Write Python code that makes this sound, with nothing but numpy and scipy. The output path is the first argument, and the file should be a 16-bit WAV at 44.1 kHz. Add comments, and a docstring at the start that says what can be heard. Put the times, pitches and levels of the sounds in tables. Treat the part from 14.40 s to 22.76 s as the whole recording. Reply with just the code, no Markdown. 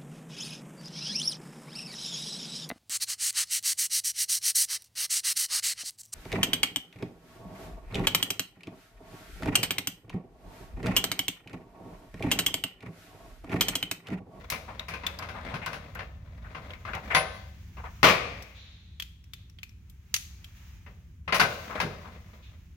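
"""In a large workshop, a nut is run down a bolt on a steel hitch frame by hand, with a deep socket.
The thread grinds in tiny slips and the socket knocks, ringing the frame, then is pulled off.
A ratchet clatters on a steel plate as it is picked up and clicks onto the extension, and the socket
is pushed back over the nut. The steel echoes in the hall; a jacket rustles over its low rumble."""
import sys
import numpy as np
from scipy import signal
from scipy.fft import rfft, irfft, next_fast_len
from scipy.io import wavfile

SR = 44100
rng = np.random.default_rng(int(sys.argv[2]) if len(sys.argv) > 2 else 0)


def persist_wave(psi):
    """Save psi, clipped to +-1, as 16-bit WAV."""
    counts = np.round(np.clip(psi, -1, 1) * 32767).astype(np.int16)
    wavfile.write(sys.argv[1], SR, np.atleast_2d(counts).T)


N = 368672
TIME = np.arange(N) / SR

# Steel knocks on steel, mostly the socket on the nut.
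# Each row: start in seconds, level in dB, brightness in dB, contact pitch in Hz.
KNOCKS = [(0.105, -37, 5, 2390), (0.121, -25.5, -17, 2320), (0.483, -33, -11.5, 2210),
          (0.537, -31, -19.5, 2450), (0.635, -31, -31, 1110), (0.823, -31.5, -21.5, 1140),
          (0.887, -33, -21, 1550), (1.141, -28, -22.5, 1550), (1.262, -26.5, -21, 1520),
          (1.33, -31.5, -15, 1580), (1.553, -32, -42, 1500), (1.591, -29.5, -29, 1820),
          (2.148, -31.5, -30, 1130), (2.451, -33, -29, 1240), (2.533, -26, -36, 2000),
          (2.748, -10.5, -20, 2030), (2.765, -20, -28, 1196), (3.369, -41.5, -31.5, 1140),
          (6.463, -43.5, -32, 1874), (6.878, -24.5, -31, 1330), (6.924, -13.5, -25.5, 1890),
          (6.944, -21.5, -6, 1950), (6.997, -11.5, -14, 1540), (7.012, -14, -38, 1530),
          (7.401, -18.5, -18.5, 1570)]
# The ratchet's bounces on the plate. Each row: start in seconds, level in dB.
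CLATTER = [(3.63, -5.5), (3.643, -6), (3.666, -12.5), (3.685, -11)]
# Snaps of play in the tool, pawl and detent ball.
# Each row: start in seconds, level in dB, brightness in dB, pitch in Hz.
CLICKS = [(0.1007, -24, -13.5, 2110), (0.395, -23, -34, 3740), (0.6658, -17.5, -24.5, 3510),
          (0.7883, -30.5, -22, 4900), (1.261, -31, -17.5, 2010), (1.55, -51.5, -4.5, 2420),
          (2.3061, -32, -42.5, 3180), (2.335, -30, -44, 2200), (2.55, -30.5, -26.5, 2040),
          (4.023, -40.5, -14, 5580), (4.599, -24, -25.5, 3300), (4.6222, -27.5, -22, 3200),
          (4.9344, -31.5, -21.5, 3564), (5.1866, -37.5, -35, 3220), (5.231, -31, -23.5, 2440),
          (5.4974, -58.5, -1.5, 3290), (5.741, -12.5, -18, 6470), (5.7628, -21, -20, 6020),
          (6.0438, -37, -22, 3240)]
# The frame's ringing modes. Each row: pitch in Hz, level in dB, ring time (t60) in seconds.
FRAME_MODES = [(328, -12, 0.14), (635, -4.5, 0.2), (765, -4.5, 0.36), (1052, 3, 0.18), (1253, -12.5, 0.36),
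               (1250, -17.5, 0.37), (1536, -5, 0.37), (1760, -19, 0.74), (2064, 3.5, 0.18),
               (2090, -14, 0.38), (2660, -7.5, 0.11), (2310, -14, 0.24), (2570, -8.5, 0.24),
               (2730, -16.5, 0.48), (2780, -7.5, 0.25)]
# The tone of rubbed steel. Each row: frequency in Hz, level in dB.
RUB_COLOUR = [(150, -23.5), (350, -6), (600, -0.5), (1000, -2.5), (2400, -7), (3300, -15.5), (5000, -25.5),
              (8000, -32.5), (16000, -40)]
# The frame sits to the left. Each row: frequency in Hz, left over right in dB.
FRAME_SIDE = [(60, -1.5), (110, 5.5), (200, -0.5), (380, -0.5), (700, 2.5), (1290, 6.5), (2380, 9),
              (4400, 2), (8120, 0.5), (15000, 3.5)]
# Narrow bass, wide treble. Each row: frequency in Hz, left-right likeness from 0 to 1.
LIKENESS = [(60, .985), (200, .97), (400, .84), (700, .6), (1400, .25), (3000, .05), (15000, 0)]


def frame_knocks():
    """Steel knocks on steel, mostly the socket on the nut, and the whole frame answers."""
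    # The clank's tone. Each row: frequency in Hz, level in dB.
    frame_colour = [(180, -48.5), (300, -21), (593, -4), (856, -5.5), (994, 1), (1840, -5), (2030, -4.5),
                    (2700, -3.5), (2930, -9), (4370, -13.5), (5900, -18.5), (8090, -35.5), (10200, -27),
                    (10700, -31.5), (16000, -35)]
    # Shoves of the socket along the bolt thud the frame. Each row: start in seconds, level in dB.
    shoves = [(1.136, -34.5), (7.011, -28.5), (7.428, -27.5)]
    # a seated socket passes the tool's snaps into the frame, softer and duller
    snaps = [(s, db - 13, treble_db - 7, hz) for s, db, treble_db, hz in CLICKS if seated(s)]
    blows = [(s, db, treble_db + 23.5, hz) for s, db, treble_db, hz in KNOCKS + snaps]
    clank = clanks(blows, frame_colour, clank_db=-5.5, beam_db=-17, pitch_db=7.5, crack=0.2,
                   chatter_db=1.0, t60=0.19, beam_t60=0.48, rebound=from_db(-9))
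    # the thud grows more slowly with the blow than the clank does
    thud = thuds([(s, -30.5 + 0.47 * db) for s, db, *_ in KNOCKS] + shoves, t60=0.31)
    # the plate is part of the frame, so its bounces ring these modes too
    strikes = [(s, db) for s, db, *_ in blows] + [(s, db - 9.5) for s, db in CLATTER]
    return clank + thud + from_db(-18) * ring(strikes, FRAME_MODES, scatter_db=2.0)


def plate_clatter():
    """The ratchet bounces on the steel plate; broad modes take more of a blow and die sooner."""
    # The plate's modes. Each row: pitch in Hz, width in Hz, level in dB.
    plate_modes = [(567, 260, -3), (950, 140, -2), (1148, 41, -0.5), (1450, 25, -6), (1580, 20, -7.5),
                   (2061, 110, -7.5), (2470, 260, -7), (3215, 44, -7), (3470, 46, -12), (4234, 30, -12.5),
                   (4260, 40, -15.5), (4695, 170, -16)]
    # The clatter's tone. Each row: frequency in Hz, level in dB.
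    plate_colour = [(150, -37.5), (250, -9), (360, -14), (393, -3), (436, -7.5), (547, -1), (761, -8.5),
                    (1180, -2.5), (1550, -8.5), (2440, -7), (6140, -21), (7980, -33), (16000, -31)]
    treble_db, contact_hz = 1.5, 1175
    blows = [(s, db, treble_db, contact_hz) for s, db in CLATTER]
    clank = clanks(blows, plate_colour, clank_db=-7.5, beam_db=-25.0, pitch_db=2.0, crack=0.61,
                   chatter_db=1.5, t60=0.26, beam_t60=0.76)
    thud = thuds([(s, db - 24) for s, db in CLATTER], t60=0.52)
    modes = [(hz, db + 10 * np.log10(width / 20), np.log(1000) / (np.pi * width))
             for hz, width, db in plate_modes]
    # a cluster of lightly damped modes sings on after the rest
    cluster = noise(RUB_COLOUR, SR, FRAME_SIDE, peak_hz=2366, peak_db=18.5, peak_octaves=0.51)
    add(clank, CLATTER[0][0], cluster * from_db(-26 - 60 * TIME[:SR] / 0.89))
    return clank + thud + from_db(-20.5) * ring(CLATTER, modes, scatter_db=2.5)


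def thread_grind():
    """Steel slides in tiny uneven slips, pitched rubs swell and fade, and the frame colours it all."""
    # The nut is run down. Each row: time in seconds, level in dB.
    run_down = [(0.0, -41.5), (0.1, -56.5), (0.44, -50.5), (0.74, -48), (1.17, -45.5), (1.53, -50.5),
                (1.71, -72.5), (1.98, -54), (2.21, -49), (2.44, -52), (2.7, -45.5)]
    # The socket slides back over the nut. Each row: time in seconds, level in dB.
    seating = [(7.15, -52), (7.354, -43), (7.784, -56.5), (7.982, -63), (8.142, -64.5), (8.3, -84.5)]
    # The grind's tone. Each row: frequency in Hz, level in dB.
    grind_colour = [(120, -26.5), (200, 7), (353, -10), (612, 1.5), (899, -11.5), (968, -3), (1560, -10.5),
                    (1680, -10), (2050, -6.5), (3020, -19.5), (3370, -14), (7540, -34), (16000, -42.5)]
    # Rubs, mostly of the socket round the nut. Each row: start in seconds, level in dB, pitch in Hz.
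    rubs = [(0.282, -32.5, 970), (0.504, -34, 2180), (0.791, -32, 1110), (0.944, -30.5, 1030),
            (0.977, -37.5, 1520), (1.064, -38, 2020), (1.109, -32, 870), (1.219, -30, 2350),
            (2.043, -41, 1520), (2.476, -31, 1550), (2.551, -30, 940), (2.706, -19.5, 2000),
            (3.378, -37.5, 1050), (3.44, -31, 1042), (7.302, -29, 1200), (7.33, -35, 2050),
            (7.36, -28.5, 1540), (7.646, -35.5, 1070)]
    sliding = from_db(-1.5) * (level(run_down) + level(seating))
    grind = noise(grind_colour, N, FRAME_SIDE) * sliding * rms_one(grit())
    age = TIME[:SR // 4] / 0.027
    swell = np.sqrt(age) * np.exp(-age ** 2 / 2)
    for s, db, hz in rubs:
        rub = noise(RUB_COLOUR, len(age), FRAME_SIDE, peak_hz=hz, peak_db=12, peak_octaves=0.5)
        add(grind, s - 0.004, from_db(db - 6.5) * rub * swell)
    slips = from_db(0.69 * drift(45, N) + 1.6 * drift(400, N))
    grind *= rms_one(slips)
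    body = sum(signal.lfilter(*signal.iirpeak(hz, hz / 26, fs=SR), grind) for hz, *_ in FRAME_MODES)
    return from_db(0.5) * (grind + 0.17 * body)


def grit(catches_per_s=73, jump=2.3, decay_s=0.015):
    """Grit catches in the thread at random: the grind's gain jumps and falls back."""
    catches = rng.random(N) < catches_per_s / SR
    return 1 + jump * signal.lfilter([1], [1, -np.exp(-1 / (decay_s * SR))], catches + 1e-18)


def tool_clicks():
    """Play in the tool takes up in hand-damped snaps, each with a short tink of its own."""
    # The snap's tone. Each row: frequency in Hz, level in dB.
    click_colour = [(350, -56), (600, -31), (1130, -14), (1280, -11.5), (1470, -13), (2570, -2), (4220, -4),
                    (6460, -5), (10600, -12.5), (12500, -2.5), (16000, -12.5)]
    # Where the tool is held. Each row: time in seconds, lag at the left ear in milliseconds.
    tool_place = [(0, 0.12), (2.6, -0.25), (4.5, 0.38), (6.1, 0.27)]
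    out, t = np.zeros((2, N)), TIME[:SR // 4]
    # faint ticks as the ratchet is fiddled onto the extension, laid out like CLICKS
    gap_s = 0.19
    ticks = [(s + gap_s * rng.uniform(0, 0.64), -51, -20, 5600) for s in np.arange(4.8, 5.2, gap_s)]
    # after the snap the held steel hums on faintly
    fade = dying(t, 0.03, 0.00026) + from_db(-23.5) * dying(t, 0.43, 0.00062)
    for s, db, treble_db, hz in CLICKS + ticks:
        near, far = from_db(db) * noise(click_colour, len(t), treble_db=treble_db + 13,
                                        peak_hz=hz, peak_db=11, peak_octaves=0.074)
        tink = from_db(db - 1.5 - 60 * t / 0.021) * np.sin(2 * np.pi * hz * t)
        lag_s = np.interp(s, *np.transpose(tool_place)) / 1000
        add(out[0], s + lag_s, from_db(3) * near * fade + tink)
        add(out[1], s, (far - 0.28 * near) * fade + 0.5 * tink)
    return out


def socket_ping():
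    """Hard blows set off the socket's high ring; the hand damps weak ones, and seating damps it too."""
    # The socket's modes. Each row: pitch in Hz, level in dB, ring time (t60) in seconds.
    socket_modes = [(3500, 4.5, 0.071), (4622, -3.5, 0.14), (4600, 6.5, .13), (5900, -1, 0.15),
                    (6630, -3, 0.13), (9970, -4, 0.22), (9960, -6, 0.37)]
    hard_blow_db, steepness, seated_db = -11.5, 6.4, -8.5
    pings = [(s, -36 + steepness * min(db - hard_blow_db, 0) + seated_db * seated(s))
             for s, db, *_ in KNOCKS + CLICKS]
    return ring(pings, socket_modes, scatter_db=8.0)


def jacket():
    """Cloth hisses as the arms move; a sliding sleeve swishes, its weave singing at the slide's pitch."""
    # The rustle's rise and fall. Each row: time in seconds, level in dB.
    rustle = [(0.0, -77), (0.67, -81), (1.65, -78), (1.79, -85), (2.7, -70.5), (3.12, -74), (3.65, -71.5),
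              (4.1, -73), (4.33, -89), (4.89, -86.5), (5.33, -85.5), (6.24, -70), (6.61, -81), (6.94, -89),
              (7.1, -57), (7.31, -64.5), (7.45, -70.5), (8.36, -81.5)]
    # Sleeve slides. Each row: start in seconds, level in dB, weave pitch in Hz, fade (t60) in seconds.
    swishes = [(4.14, -53.5, 3860, 1.48), (4.95, -59, 3450, .5), (8.019, -54, 2620, 0.39)]
    # The tones of rustle and swish. Each row: frequency in Hz, level in dB.
    cloth_colour = [(200, -16), (700, 4), (2400, 11.5), (4500, 1.5), (6600, 5.5), (8000, -6.5), (10500, -8),
                    (14000, -0.5), (16000, 2)]
    weave_colour = [(900, -12.5), (1700, -7), (2500, -1), (3000, -2.5), (3600, 4), (4400, -4.5),
                    (4900, -11), (6800, -12.5), (8000, -34)]
    out = noise(cloth_colour, N) * level(rustle) * from_db(12.5 + 1.2 * drift(35, N))
    t = TIME[:SR]
    for s, db, hz, t60 in swishes:
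        threads = rng.standard_normal((2, len(t))) + 1j * rng.standard_normal((2, len(t)))
        blur = signal.sosfilt(signal.butter(2, 260, fs=SR, output="sos"), threads)
        song = rms_one(np.real(blur * np.exp(2j * np.pi * hz * t)))
        swish = from_db(-2.5) * song + from_db(3) * noise(weave_colour, len(t))
        add(out, s, from_db(db) * swish * dying(t, t60, attack_s=0.03))
    return out


def hall_echo(x):
    """Diffuse echoes build up quickly and die soonest in the top treble."""
    # The hall's decay. Each row: frequency in Hz, reverb time (t60) in seconds.
    hall_t60 = [(100, 1), (500, 0.73), (2500, 0.61), (6000, 1), (10000, 0.19), (16000, 0.22)]
    t, echo = TIME[:SR], 0
    edges = np.geomspace(60, 17000, 11)
    for low, high in zip(edges, edges[1:]):
        white = noise([(20, 0), (20000, 0)], len(t))
        band = signal.sosfilt(signal.butter(2, [low, high], "band", fs=SR, output="sos"), white)
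        echo += band * from_db(-60 * t / at_hz(hall_t60, np.sqrt(low * high)))
    echo *= 1 - np.exp(-(t / 0.0013) ** 2)
    return signal.fftconvolve(x, echo / np.sqrt(np.sum(echo ** 2) / 2), axes=1)[:, :N]


def room_tone():
    """The hall's low rumble swells and sinks under a faint, steady hiss of air."""
    # The rumble's rise and fall. Each row: time in seconds, level in dB.
    swell = [(0.0, -51), (1.05, -47), (3.91, -46.5), (4.1, -53), (7.5, -49), (8.36, -50.5)]
    # The tones of rumble and air. Each row: frequency in Hz, level in dB.
    rumble_colour = [(12, -61), (20, -28.5), (43, -4), (90, 1.5), (114, -4.5), (129, -10), (167, -7),
                     (212, -15), (274, -23.5), (370, -27), (485, -44), (600, -55), (780, -85), (1320, -120)]
    air_colour = [(240, -32.5), (400, -0.5), (655, -9.5), (2090, -8.5), (4510, -21.5), (6340, -14),
                  (7280, -16.5), (10400, -19.5), (15000, -21), (16000, -22.5)]
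    rumble = noise(rumble_colour, N, peak_hz=65.0, peak_db=7.5, peak_octaves=0.29) * level(swell)
    return from_db(2.5) * rumble + from_db(-77.5) * noise(air_colour, N)


def clanks(blows, colour, clank_db, beam_db, pitch_db, crack, chatter_db, t60, beam_t60, rebound=0):
    """Struck heavy steel: a crack, a wash of crowded modes lifted at the contact pitch, a hollow ring."""
    out, t = np.zeros((2, N)), TIME[:SR // 2]
    first = dying(t, t60, 0.00078) * (1 + crack * np.exp(-t / 0.0028))
    second = rebound * dying(t - 0.012, t60, 0.00064)  # the socket rebounds once in its play
    fade = np.hypot(first, second)
    for s, db, treble_db, hz in blows:
        chatter = rms_one(from_db(chatter_db * drift(330, len(t))))
        wash = noise(colour, len(t), FRAME_SIDE, treble_db, hz, pitch_db)
        add(out, s, from_db(db + clank_db) * wash * fade * chatter)
        add(out, s, from_db(db + beam_db) * beam_ring(t, beam_t60))
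    return out


def beam_ring(t, t60):
    """The hollow beams take up a blow late and hold it longest."""
    # Their hollow tone. Each row: frequency in Hz, level in dB.
    beam_colour = [(200, -37.5), (420, -13.5), (560, 0), (680, -5), (850, -11.5), (1500, -28),
                   (4000, -73.5)]
    return noise(beam_colour, len(t)) * dying(t, t60, attack_s=0.015)


def thuds(blows, t60):
    """The slow, low answer of heavy steel to each blow."""
    # The thud's tone. Each row: frequency in Hz, level in dB.
    thud_colour = [(40, -26), (90, -4.5), (160, 2.5), (300, -14), (450, -7), (900, -33), (3000, -84.5)]
    out, t = np.zeros((2, N)), TIME[:SR // 2]
    for s, db in blows:
        add(out, s, from_db(db) * noise(thud_colour, len(t)) * dying(t, t60, attack_s=0.0045))
    return out


def ring(blows, modes, scatter_db):
    """Every blow sets all modes ringing, each with a strength of its own on each side."""
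    starts, blow_db = np.transpose(blows)
    at = np.round(starts * SR).astype(int)
    out = np.zeros((2, N))
    for hz, mode_db, t60 in modes:
        radius, angle = from_db(-60 / (t60 * SR)), 2 * np.pi * hz / SR
        taps = np.full((2, N), 1e-18)
        taps[:, at] = from_db(blow_db + mode_db + scatter_db * rng.standard_normal((len(at), 2)).T)
        # above the low modes the two sides meet the wave in unrelated phase
        in_phase = rng.random(len(at)) < (1 + at_hz(LIKENESS, hz)) / 2
        taps[1, at] *= np.where(in_phase, 1, -1)
        tone = signal.lfilter([0, np.sin(angle)], [1, -2 * radius * np.cos(angle), radius ** 2], taps)
        out += tone * pan(FRAME_SIDE, hz)
    return out


def noise(colour, size, side=None, treble_db=0, peak_hz=1000, peak_db=0, peak_octaves=0.1):
    """Coloured stereo noise, narrow in the bass, with one resonance and a treble shelf."""
    padded = next_fast_len(size)
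    hz = np.fft.rfftfreq(padded, 1 / SR)
    mid, wide = rfft(rng.standard_normal((2, padded)))
    alike = at_hz(LIKENESS, hz)
    pair = np.sqrt(1 + alike) / 2 * mid + np.sqrt(1 - alike) / 2 * wide * [[1], [-1]]
    if side is not None:
        pair *= pan(side, hz)
    resonance = peak_db / (1 + (np.log2((hz + 1) / peak_hz) / peak_octaves) ** 2)
    tone = rms_one(from_db(at_hz(colour, hz) + resonance))
    shelf = from_db(treble_db * at_hz([(2400, 0.069), (9500, 1)], hz))
    return np.sqrt(2) * irfft(pair * tone * shelf, padded)[:, :size]


def seated(s):
    """Whether the socket sits on the nut at this time."""
    return not 2.7 < s < 6.98


def dying(t, t60, attack_s):
    """Envelope of a blow at t = 0: a quick rise, then an even decay."""
    t = np.maximum(t, 0)
    return (1 - np.exp(-t / attack_s)) * from_db(-60 * t / t60)


def level(rows):
    """A fader ride through points of time and dB, silent outside them."""
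    times, db = np.transpose(rows)
    inside = (TIME >= times[0] - 0.03) & (TIME <= times[-1] + 0.03)
    return from_db(np.interp(TIME, times, db)) * inside


def drift(rate_hz, size):
    """A smooth random wander with a spread of about 1."""
    return np.interp(TIME[:size] * rate_hz, np.arange(4096), rng.standard_normal(4096))


def pan(side, hz):
    """Left and right gains from a table of left over right in dB."""
    return from_db(at_hz(side, hz) / 2 * np.array([[1], [-1]]))


def at_hz(points, hz):
    """Read a table on a log-frequency axis."""
    frequencies, values = np.transpose(points)
    return np.interp(np.log(np.maximum(hz, 1)), np.log(frequencies), values)


def add(out, s, sound):
    """Mix a sound in at s seconds."""
    start = max(0, round(s * SR))
    out[..., start:start + sound.shape[-1]] += sound[..., :N - start]


def from_db(db):
    return 10 ** (np.asarray(db) / 20)


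def rms_one(x):
    return x / np.sqrt(np.mean(x ** 2) + 1e-20)


def scene():
    """Heavy steel and light tool sounds echo in the hall, over the jacket and the room tone."""
    heavy = frame_knocks() + plate_clatter() + thread_grind()
    light = tool_clicks() + socket_ping()
    room = room_tone()
    echo = hall_echo(from_db(-13.5) * heavy + from_db(-21.5) * light)
    return heavy + light + echo + jacket() + room


def record(dry):
    """The highest peaks are rounded and the top is cut above 16 kHz."""
    return signal.sosfilt(signal.cheby1(12, 0.2, 16000, fs=SR, output="sos"), np.tanh(dry))


dry = scene()
out = record(dry)
persist_wave(out)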